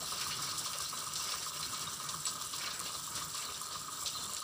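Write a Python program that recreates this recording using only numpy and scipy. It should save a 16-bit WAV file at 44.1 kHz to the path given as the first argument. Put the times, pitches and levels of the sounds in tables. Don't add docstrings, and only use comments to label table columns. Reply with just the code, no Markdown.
import sys
import numpy as np
from scipy import signal
from scipy.fft import rfft, irfft, next_fast_len
from scipy.io import wavfile

SR = 44100
rng = np.random.default_rng(int(sys.argv[2]) if len(sys.argv) > 2 else 0)


def field_ratio(decibels):
    return 10 ** (np.asarray(decibels, dtype=float) / 20)


def waveform_to_disk(signal):
    frames = np.transpose(np.atleast_2d(signal))
    scaled = np.clip(frames, -1, 1) * 32767
    samples = np.round(scaled).astype(np.int16)
    wavfile.write(sys.argv[1], SR, samples)


N = 195451

# time in seconds, strength in dB, extra grit in dB.
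FLOW_CURVE = [(0, -2, 1), (.15, 3, 0), (.31, 2.5, 0), (.68, 1.5, 0), (1.08, -1.5, -1), (1.29, 3, -2),
              (1.5, 2, 0), (1.78, 1, 2), (2.04, -.5, 2), (2.4, -2, 0), (2.65, .5, -1), (2.95, -1, 0),
              (3.3, 0, 3), (3.5, 1, 0), (3.85, -4, -1), (4.1, 1.2, 1), (4.43, -1, 0)]
# level in dB, share of the strength, share of the grit, thinning in dB per second (below 0: growing).
BIG_STONES = (-44.9, .9, .01, .2)
SMALL_STONES = (-44, 1.1, -.3, .9)
FINE_STONES = (-35.8, .3, .4, .65)
FIZZ_STONES = (-57.5, .2, 1.1, .1)
NARROW_STONE_BAND = (-58, .3, .5, -2.9)
BED_CLATTER = (-59.5, .5, .01, .9)
BED_BOOM = (-68.5, .8, -.5, -.2)
# frequency in Hz, gain in dB.
STONE_COLOUR = [(1400, -7.5), (2000, -16), (2500, -10), (3000, -6.5), (4200, -2), (5000, -3.5),
                (5800, -1.5), (6300, -8), (6630, -14.5), (6950, -7), (7600, -4), (9000, -9), (10500, -11),
                (12500, -20), (13900, -25), (14800, -6.5), (15400, -2)]
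# start in seconds, rms level at the start in dB,
# centre in Hz, seconds to fall by 20 dB.
SLIDE_EVENTS = [(.2104, -28.5, 5470, .045), (.309, -34.5, 4360, .032), (.4208, -35, 5330, .24),
                (.512, -32.5, 4400, .032), (.5802, -26, 8100, .047), (.6536, -33, 4380, .08),
                (.7323, -32.5, 2900, .042), (.8043, -32.5, 5900, .07), (.9728, -34.5, 4100, .032),
                (1.0004, -36.5, 4760, .043), (1.1562, -29, 5330, .056), (1.1984, -34.5, 4950, .068),
                (1.3214, -30, 5070, .046), (1.6273, -38.5, 4160, .1), (1.7454, -37.5, 3900, .08),
                (1.8078, -35, 5370, .074), (2.0894, -27, 4900, .031), (2.2656, -26, 5140, .059),
                (2.4137, -32, 4840, .032), (2.5322, -35, 4200, .12), (2.583, -29.5, 7000, .027),
                (2.615, -35.5, 3960, .1), (2.6606, -32.5, 4160, .043), (2.7048, -34.5, 4030, .062),
                (2.86, -35, 2870, .1), (2.943, -36, 4500, .04), (3.1534, -31.5, 7060, .1),
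                (3.16, -37, 3000, .08), (3.353, -33.5, 3970, .032), (3.3774, -30.5, 7300, .03),
                (3.5431, -39, 4400, .06), (3.719, -39, 4120, .24), (4.0604, -25, 4600, .03),
                (4.069, -30, 4200, .06), (4.3666, -33.5, 5200, .051)]
# time in seconds, clatter in dB, boom in dB.
LOAD_LANDINGS = [(.02, -62, -51), (.14, -58, -53), (.22, -47, -63), (.32, -48, -60), (.43, -55, -58),
                 (.48, -53, -60), (.62, -60, -55), (.76, -52, -54), (.83, -56, -64), (.94, -56, -62),
                 (1.02, -61, -60), (1.17, -57, -64), (1.27, -53, -60), (1.33, -47, -53), (1.43, -52, -56),
                 (1.57, -52, -62), (1.63, -53, -66), (1.76, -55, -64), (1.84, -55, -64), (2.01, -57, -66),
                 (2.08, -56, -62), (2.27, -55, -58), (2.62, -47, -58), (2.67, -46, -56), (2.75, -51, -55),
                 (2.81, -56, -62), (2.87, -56, -54), (2.95, -62, -58), (3.18, -50, -58), (3.37, -53, -68),
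                 (3.43, -52, -60), (3.5, -57, -56), (3.57, -58, -66), (3.76, -60, -60), (4.05, -61, -57),
                 (4.2, -64, -56), (4.33, -66, -58)]
# frequency in Hz, relative level in dB, time to fall by 60 dB in seconds.
BED_MODES = [(1849, -5.5, .04), (2255, -1, 0.045), (2714, 0, 0.065), (2890, 2, 0.035)]
# first touch in seconds, usual peak in dB.
SNAP_EVENTS = [(0.124, -28), (0.2133, -31), (0.2712, -32), (0.4453, -29), (0.58, -28), (0.5924, -25),
               (0.6513, -30), (0.7318, -31), (0.7845, -23), (0.8048, -31), (0.8208, -28), (.8965, -31),
               (0.9895, -28), (1.0025, -31), (1.065, -33), (1.1352, -29), (1.1548, -30), (1.24, -32),
               (1.46, -30), (1.7932, -29), (1.8396, -32), (2.2532, -27), (2.4208, -28), (2.562, -32),
               (2.7925, -24), (2.8001, -26), (2.8126, -32), (3.0658, -31), (3.1526, -30), (3.1995, -31),
               (3.3482, -32), (3.422, -32), (3.4529, -31), (3.6136, -27), (3.8146, -31), (4.0341, -30),
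               (4.0606, -32), (4.0777, -28), (4.2541, -32), (4.3339, -26), (4.3464, -30), (4.3654, -31),
               (4.4013, -30)]
# frequency in Hz, relative level in dB, time to fall by 60 dB in seconds.
CHIP_MODES = [(6000, -9, .004), (7600, -2, .005), (8700, -1, .004), (10000, -3, .003), (12200, -8, .003)]
# time in seconds, rough peak in dB.
KNOCK_BLOWS = [(0.2124, -39), (0.3097, -35), (0.6469, -43), (0.7312, -39), (1.1199, -45), (1.276, -39),
               (1.3124, -38), (1.3833, -40), (1.6297, -38), (2.2543, -42), (2.6434, -32), (4.365, -42)]
# time in seconds, rough peak in dB.
THUD_BLOWS = [(0.189, -55), (0.734, -52), (1.02, -49), (1.173, -53), (1.35, -45), (2.313, -51),
              (2.366, -53), (2.411, -56), (2.657, -46), (2.854, -50), (2.937, -50), (3.173, -50),
              (3.975, -54), (4.201, -52)]
# frequency in Hz, relative level in dB, time to fall by 60 dB in seconds.
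DULL_MODES = [(590, -4, .08), (690, -8, .06)]
# time in seconds, rough peak in dB.
PEBBLE_BLOWS = [(0.2109, -28), (0.5127, -27), (0.5766, -30), (0.6539, -29), (0.7317, -26), (0.8056, -27),
                (0.8609, -30), (0.8809, -30), (0.9732, -33), (1.1204, -31), (1.1558, -25), (1.2635, -31),
                (1.3209, -28), (1.3823, -30), (1.5723, -32), (1.6282, -29), (1.7439, -31), (1.7943, -30),
                (2.0268, -34), (2.0892, -27), (2.2528, -27), (2.2707, -27), (2.4129, -32), (2.5331, -30),
                (2.582, -32), (2.6155, -30), (2.6604, -28), (2.7033, -32), (2.8609, -33), (2.9467, -34),
                (3.1467, -32), (3.252, -36), (3.3523, -33), (3.5428, -30), (3.7199, -32), (3.7928, -36),
                (4.0597, -25), (4.1415, -35), (4.2298, -34), (4.3655, -32)]
# frequency in Hz, relative level in dB, time to fall by 60 dB in seconds.
CLICK_MODES = [(3300, -2, .012), (4050, 0, .012), (4900, -1, .009), (5650, 0, .008)]
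# time in seconds, rough peak in dB.
PING_EVENTS = [(1.645, -48), (2.2535, -30), (2.738, -42.5)]
# start in seconds, level in dB, first pitch in Hz,
# last pitch in Hz, length in seconds.
SQUEAK_EVENTS = [(0.043, -45, 4070, 4020, 0.027), (.246, -43, 4120, 4100, .03),
                 (0.308, -43, 4360, 4330, 0.043), (0.478, -44, 4340, 4320, 0.05),
                 (0.653, -44, 4370, 4370, .035), (0.855, -43, 4070, 4130, 0.04),
                 (.893, -44, 4330, 4380, .025), (.935, -47, 4050, 4020, .045),
                 (1.625, -39.5, 4100, 4290, 0.042), (1.745, -45, 3980, 3950, 0.016),
                 (1.807, -39, 5750, 5640, 0.014), (1.868, -43.5, 3680, 3980, .025),
                 (2.66, -43, 4000, 4150, .025), (2.705, -46.5, 3880, 3600, 0.022),
                 (2.943, -47, 4050, 4020, .025), (2.852, -51, 2750, 2900, .05),
                 (3.35, -45, 4100, 4080, .014), (3.372, -52, 2700, 2720, .07),
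                 (3.437, -47, 4580, 3700, .06), (3.494, -49, 2700, 2740, 0.016),
                 (3.54, -48, 3680, 3800, 0.034), (4.058, -41, 3660, 3680, .022),
                 (4.095, -50, 3740, 3780, .05), (4.136, -42, 4120, 4110, 0.052),
                 (4.165, -50, 3680, 3640, .04), (4.19, -46, 4170, 4150, .048),
                 (4.226, -48, 3500, 3620, 0.05)]
# time in seconds, engine cycles done, counted at the hardest knock.
ENGINE_TURNS = [(-.1469, -1), (.1225, 0), (.6606, 2), (1.7331, 6), (1.9995, 7), (3.3464, 12), (3.6137, 13),
                (4.6893, 17)]
# frequency in Hz, time to fall by 60 dB in seconds.
BLOCK_MODES = [(1026, 0.12), (1107, 0.041), (1181, 0.046), (1258.3, 0.071), (406.4, 0.037), (598.8, 0.12),
               (1568, 0.11), (950, .05)]
# share of the cycle, dB into each of the first four modes of the block
# (four columns), dB into every other mode. All are relative to the knock level.
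CYCLE_CONTACTS = [(-.0071, -7.5, -4, -3, -1, -30), (.0197, -35, -30, -1, -9, -30),
                  (.0364, -15, -35, -14, -12, -23), (.148, -30, -18, -14, -6, -24.5),
                  (.195, -25, -12, -13, -12, -24), (.247, -17, -17, -15, -7.5, -30),
                  (.315, -14, -22, -22, -8, -30), (.352, -15, -9, -11, -4, -18),
                  (.405, -30, -12, -12, -16, -30), (.4933, -30, -7, -30, -7, -28.5),
                  (.53, -15, -9, 2.5, -14, -22), (.5632, -18, -8, -12, -13, -30),
                  (0.645, -17, -18, -14, -10.5, -28), (.695, -28, -14, -17, -20, -40),
                  (.735, -30, -30, -22, -13, -40), (0.855, -26, -45, -20, -11, -44.5)]
GEAR_RATTLE_DB = [-67, -64, -63.5, -53.5, -69.5, -69.5, -65, -65]
MODE_SIGNS = [1, -1, -1, 1, 1, 1, 1, 1]
# share of the cycle, usual drive in dB.
CYLINDER_PUFFS = [(0.06, -57), (.22, -56), (0.41, -57), (0.56, -46), (0.725, -48.5), (.9, -57)]
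# frequency in Hz, relative level in dB per Hz.
RUMBLE_SPECTRUM = [(30, -10), (60, -11), (105, -4), (150, -5), (240, -8.5), (330, -10), (420, -15),
                   (640, -21), (790, -18), (930, -10), (1350, -7), (1800, -17.5), (2400, -42), (4000, -62)]
# time in seconds, peak of the added hum in dB.
HUM_HUMPS = [(.04, -57), (.3, -58), (.37, -54), (.47, -56), (.6, -60), (.8, -60), (1.08, -58), (1.14, -57),
             (1.45, -60), (1.6, -54), (1.75, -59), (1.87, -52), (2.07, -54), (2.17, -54), (2.58, -58),
             (2.73, -61), (2.84, -61), (3.0, -55), (3.27, -55), (3.8, -59), (4.07, -60)]


def rms_one(x):
    return x / np.sqrt(np.mean(x ** 2) + 1e-20)


def band(x, low_hz, high_hz, order=2):
    return signal.sosfilt(signal.butter(order, [low_hz, high_hz], "band", fs=SR, output="sos"), x + 1e-18)


def ring(clicks, hz, t60):
    r = field_ratio(-60 / (t60 * SR))
    w = 2 * np.pi * hz / SR
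    return signal.lfilter([0, np.sin(w)], [1, -2 * r * np.cos(w), r * r], clicks + 1e-18)


def coloured(x, points):
    size = next_fast_len(N)
    hz, db = np.transpose(points)
    bin_hz = np.arange(size // 2 + 1) * SR / size
    gain = field_ratio(np.interp(np.log(bin_hz + 1), np.log(hz), db))
    return irfft(rfft(x, size) * gain, size)[:N]


def drift(rate):
    r = np.exp(-40 * np.pi * rate / SR)
    noise = rng.standard_normal(N // 20 + 2002)
    slow = signal.lfilter([1], [1, -2 * r, r * r], noise)[2000:]
    return np.interp(np.arange(N) / 20, np.arange(len(slow)), rms_one(slow))


def swells(s, db, rise_s, fall_s):
    late = np.arange(0, N, 32)[:, None] / SR - np.array(s)
    distance = np.where(late < 0, -late / rise_s, late / fall_s)
    power = (field_ratio(2 * np.array(db)) * np.exp(-2 * distance)).sum(axis=1)
    return np.interp(np.arange(N) / 32, np.arange(len(power)), power)


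def clumps(spread_db):
    return field_ratio(spread_db * (.7 * drift(11) + 0.87 * drift(60)))


def carried(db, strength_share, grit_share, thinning_db_per_s):
    t = np.arange(N) / SR
    s, strength, grit = np.transpose(FLOW_CURVE)
    strength_db, grit_db = np.interp(t, s, strength), np.interp(t, s, grit)
    return db + strength_share * strength_db + grit_share * grit_db - thinning_db_per_s * t


def grains(low_hz, high_hz, per_s, cycles, size_db, clump, patch_db, hiss):
    sizes = field_ratio(size_db * np.minimum(rng.exponential(1, N), 4)) * rng.choice([-1, 1], N)
    born = rng.random(N) < per_s * clump / SR
    dealt = rng.integers(0, 10, N)
    far = rng.standard_normal((2, N)) * np.sqrt(clump)
    edges = np.geomspace(low_hz, high_hz, num=11)
    out = 0
    for k, (low, high) in enumerate(zip(edges, edges[1:])):
        hz = np.sqrt(low * high)
        near = rms_one(ring(sizes * born * (dealt == k), hz, cycles / hz))
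        distant = hiss * rms_one(band(far[k % 2], low, high))
        patch = field_ratio(patch_db * drift(13.5)) * np.sqrt(hz)
        out = out + patch * (near + distant)
    return rms_one(band(out, low_hz / 1.05, high_hz * 1.05, order=3))


def flow():
    heavy, light = clumps(2.6), clumps(2.1)
    mixed, finest = np.sqrt(heavy * light), light * clumps(1.8)
    big = field_ratio(carried(*BIG_STONES)) * grains(2650, 4650, 1100, 34.0, 3.6, heavy, 2.3, 1.0)
    small = field_ratio(carried(*SMALL_STONES)) * grains(4752, 6590, 2500, 27.0, 3.8, mixed, 1.75, 1.1)
    fine = field_ratio(carried(*FINE_STONES)) * grains(6010, 15000, 4500, 30.0, 5.2, light, 1.4, 1.0)
    fizz = field_ratio(carried(*FIZZ_STONES)) * grains(14300, 16160, 2700, 34.0, 2.7, finest, 0.73, .6)
    narrow = field_ratio(carried(*NARROW_STONE_BAND)) * grains(7000, 7900, 1500, 40.0, 4.0, light, 1.5, .8)
    surge = field_ratio(0.9 * drift(30))
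    return (big + small + fine + fizz + narrow) * surge


def ticks(per_s=200, level_db=-49.5):
    sizes = field_ratio(4.5 * np.minimum(rng.exponential(1, N), 4)) * rng.choice([-1, 1], N)
    clicks = sizes * (rng.random(N) < per_s * clumps(4.5) / SR)
    return field_ratio(level_db) * rms_one(band(clicks, 3600, 15800))


def slides(octaves=0.7, rise_s=0.0015):
    out = np.zeros(N)
    t = np.arange(int(SR / 4)) / SR
    for s, db, hz, dying_s in SLIDE_EVENTS:
        sizes = field_ratio(2.5 * np.minimum(rng.exponential(1, len(t)), 4))
        crackle = rng.standard_normal(len(t)) * sizes
        shape = (1 - np.exp(-t / rise_s)) * field_ratio(-20 * t / dying_s)
        high_hz = min(hz * 2 ** octaves, 16000)
        burst = rms_one(band(crackle, hz * 2 ** -octaves, high_hz)) * shape
        at = int((s - .002) * SR)
        out[at:at + len(t)] += field_ratio(db) * burst[:N - at]
    return out


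def drumming():
    s, clatter_db, boom_db = np.transpose(LOAD_LANDINGS)
    rise_s, fall_s = .025, .04
    clatter_power = field_ratio(2 * carried(*BED_CLATTER)) + swells(s, clatter_db, rise_s, fall_s)
    boom_power = field_ratio(2 * carried(*BED_BOOM)) + swells(s, boom_db, rise_s, fall_s)
    clump = clumps(1.7)
    clatter = grains(1400, 2500, 3000, 25.0, 2.5, clump, 2.0, 1.5)
    boom = grains(380, 800, 1500, 20.0, 2.5, clump, 2.0, 1.5)
    singing = 0
    for hz, db, t60 in BED_MODES:
        wander_db = 4 * drift(8)
        singing = singing + field_ratio(db + wander_db) * rms_one(ring(rng.standard_normal(N), hz, t60))
    top = rms_one(coloured(clatter, STONE_COLOUR)) + field_ratio(-9.5) * singing
    return np.sqrt(clatter_power) * top + np.sqrt(boom_power) * boom


def chip_mode(clicks, hz, mode_db, t60):
    return field_ratio(mode_db) * ring(band(clicks, hz / 1.2, hz * 1.2), hz, t60)


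def snaps(per_s=35, small_db=-47):
    s, db = np.transpose(SNAP_EVENTS)
    crack_at = ((s + .0014) * SR).astype(int)
    faint = rng.random(N) < per_s * clumps(4.0) / SR
    faint_db = small_db + 3.5 * np.minimum(rng.exponential(1, N), 3)
    out, one = 0, 0
    for mode in CHIP_MODES:
        clicks = faint * field_ratio(faint_db + 4 * rng.standard_normal(N))
        clicks[crack_at] = field_ratio(db + 2.5 * rng.standard_normal(len(s)))
        out = out + chip_mode(clicks, *mode)
        one = one + chip_mode(np.eye(1, 200)[0], *mode)
    return out / np.abs(one).max()


def struck(blows, modes, loss_db, spread_db, wide):
    s, db = np.transpose(blows)
    chance = rng.standard_normal((len(s), len(modes)))
    out = np.zeros(N)
    for k, (hz, mode_db, t60) in enumerate(modes):
        clicks = np.zeros(N)
        clicks[(s * SR).astype(int)] = field_ratio(db + mode_db - loss_db + spread_db * chance[:, k])
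        out += ring(band(clicks, hz / wide, hz * wide), hz, t60)
    return out


def single_blows():
    knocks = struck(KNOCK_BLOWS, BED_MODES, loss_db=6.5, spread_db=1.5, wide=1.25)
    thuds = struck(THUD_BLOWS, DULL_MODES, loss_db=3.0, spread_db=1.5, wide=1.07)
    pebbles = struck(PEBBLE_BLOWS, CLICK_MODES, loss_db=10.5, spread_db=3.5, wide=1.2)
    return knocks + thuds + pebbles


def pings(hz=7926, t60=0.19):
    clicks = np.zeros(N)
    for s, db in PING_EVENTS:
        clicks[int(s * SR)] = field_ratio(db)
    return ring(clicks, hz, t60) * field_ratio(1.0 * drift(80))


def squeaks():
    out, wobble, stutter = np.zeros(N), drift(133), drift(220)
    for s, db, first_hz, last_hz, length_s in SQUEAK_EVENTS:
        at = int(s * SR) + np.arange(int(length_s * SR))
        along = np.linspace(0, 1, len(at))
        glide = abs(np.log(last_hz / first_hz))
        hz = first_hz + (last_hz - first_hz) * along
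        hz = hz * (1 + (.008 + .12 * glide) * wobble[at])
        grip = 1 + (.55 + 2.0 * glide) * stutter[at]
        shape = np.minimum(along * 8, 1) * np.minimum((1 - along) * 4, 1)
        out[at] += field_ratio(db) * shape * grip * np.sin(2 * np.pi * np.cumsum(hz) / SR)
    return out


def cycle_starts():
    s, done = np.transpose(ENGINE_TURNS)
    return np.interp(np.arange(done[0], done[-1] + 1), done, s)


def each_cycle(share, gains, jitter_s):
    s = cycle_starts()
    at = ((s[:-1] + share * np.diff(s) + jitter_s) * SR).astype(int)
    heard = (at >= 0) & (at < N)
    clicks = np.zeros(N)
    clicks[at[heard]] = gains[heard]
    return clicks


def engine_block(spread_db=1.3):
    blow_db = -36.2 - .9 * cycle_starts()[:-1]
    strikes = np.zeros((len(BLOCK_MODES), N))
    late_s = .0005 * rng.standard_normal((6, len(blow_db)))
    for share, *mode_db in CYCLE_CONTACTS:
        jitter_s = late_s[int((share + .05) * 6)]
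        for k in range(len(BLOCK_MODES)):
            into_db = mode_db[min(k, len(mode_db) - 1)]
            db = blow_db + into_db + spread_db * rng.standard_normal(len(blow_db))
            strikes[k] += each_cycle(share, field_ratio(db), jitter_s)
    fade = field_ratio(-60 / (.25 * SR))
    shaken = .35 + 0.6 * rms_one(signal.lfilter([1], [1, -fade], np.sqrt(strikes.sum(axis=0))))
    out = np.zeros(N)
    for k, (hz, t60) in enumerate(BLOCK_MODES):
        drive = band(strikes[k], hz / 1.365, hz * 1.41) * 1.07
        out += ring(drive, hz, t60) * MODE_SIGNS[k]
        noise = band(rng.standard_normal(N), hz / 1.18, hz * 1.146)
        out += field_ratio(GEAR_RATTLE_DB[k]) * shaken * rms_one(ring(noise, hz, 0.41 * t60))
    return out


def puffs(pipe_hz=78, t60=0.04):
    count = len(cycle_starts()) - 1
    clicks = 0
    for share, db in CYLINDER_PUFFS:
        clicks = clicks + each_cycle(share, -field_ratio(db + 2.5 * rng.standard_normal(count)), 0)
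    low = 1.3 * ring(band(clicks, 45, 170), pipe_hz, t60)
    return low + 0.5 * ring(band(clicks, 90, 220), 135, 0.06)


def hum(steady_db=-74, hz=151, wander_hz=6):
    s, db = np.transpose(HUM_HUMPS)
    level = np.sqrt(field_ratio(2 * steady_db) + swells(s, db, rise_s=.028, fall_s=.04))
    tone = np.sin(2 * np.pi * np.cumsum(hz + wander_hz * drift(10)) / SR)
    return level * rms_one(tone) * field_ratio(1.5 * drift(20))


def rumble(level_db=-53, fade_db_per_s=.5):
    db = level_db - fade_db_per_s * np.arange(N) / SR + 2.3 * drift(8)
    return field_ratio(db) * rms_one(coloured(rng.standard_normal(N), RUMBLE_SPECTRUM))


def scene():
    stream = coloured(flow() + ticks() + slides(), STONE_COLOUR)
    stone = stream + drumming() + snaps() + single_blows() + pings() + squeaks()
    engine = engine_block() + puffs() + hum() + rumble()
    return (stone + engine)[None]


def top_cut(x):
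    return signal.sosfilt(signal.butter(12, 15950, fs=SR, output="sos"), x)


def record(dry):
    x = signal.sosfilt(signal.butter(3, 65, "high", fs=SR, output="sos"), dry)
    x = .085 * np.tanh(x / .085)
    mix = signal.sosfilt(signal.ellip(12, .5, 34, 15430, fs=SR, output="sos"), x)
    return top_cut(mix)


dry = scene()
out = record(dry)
waveform_to_disk(out)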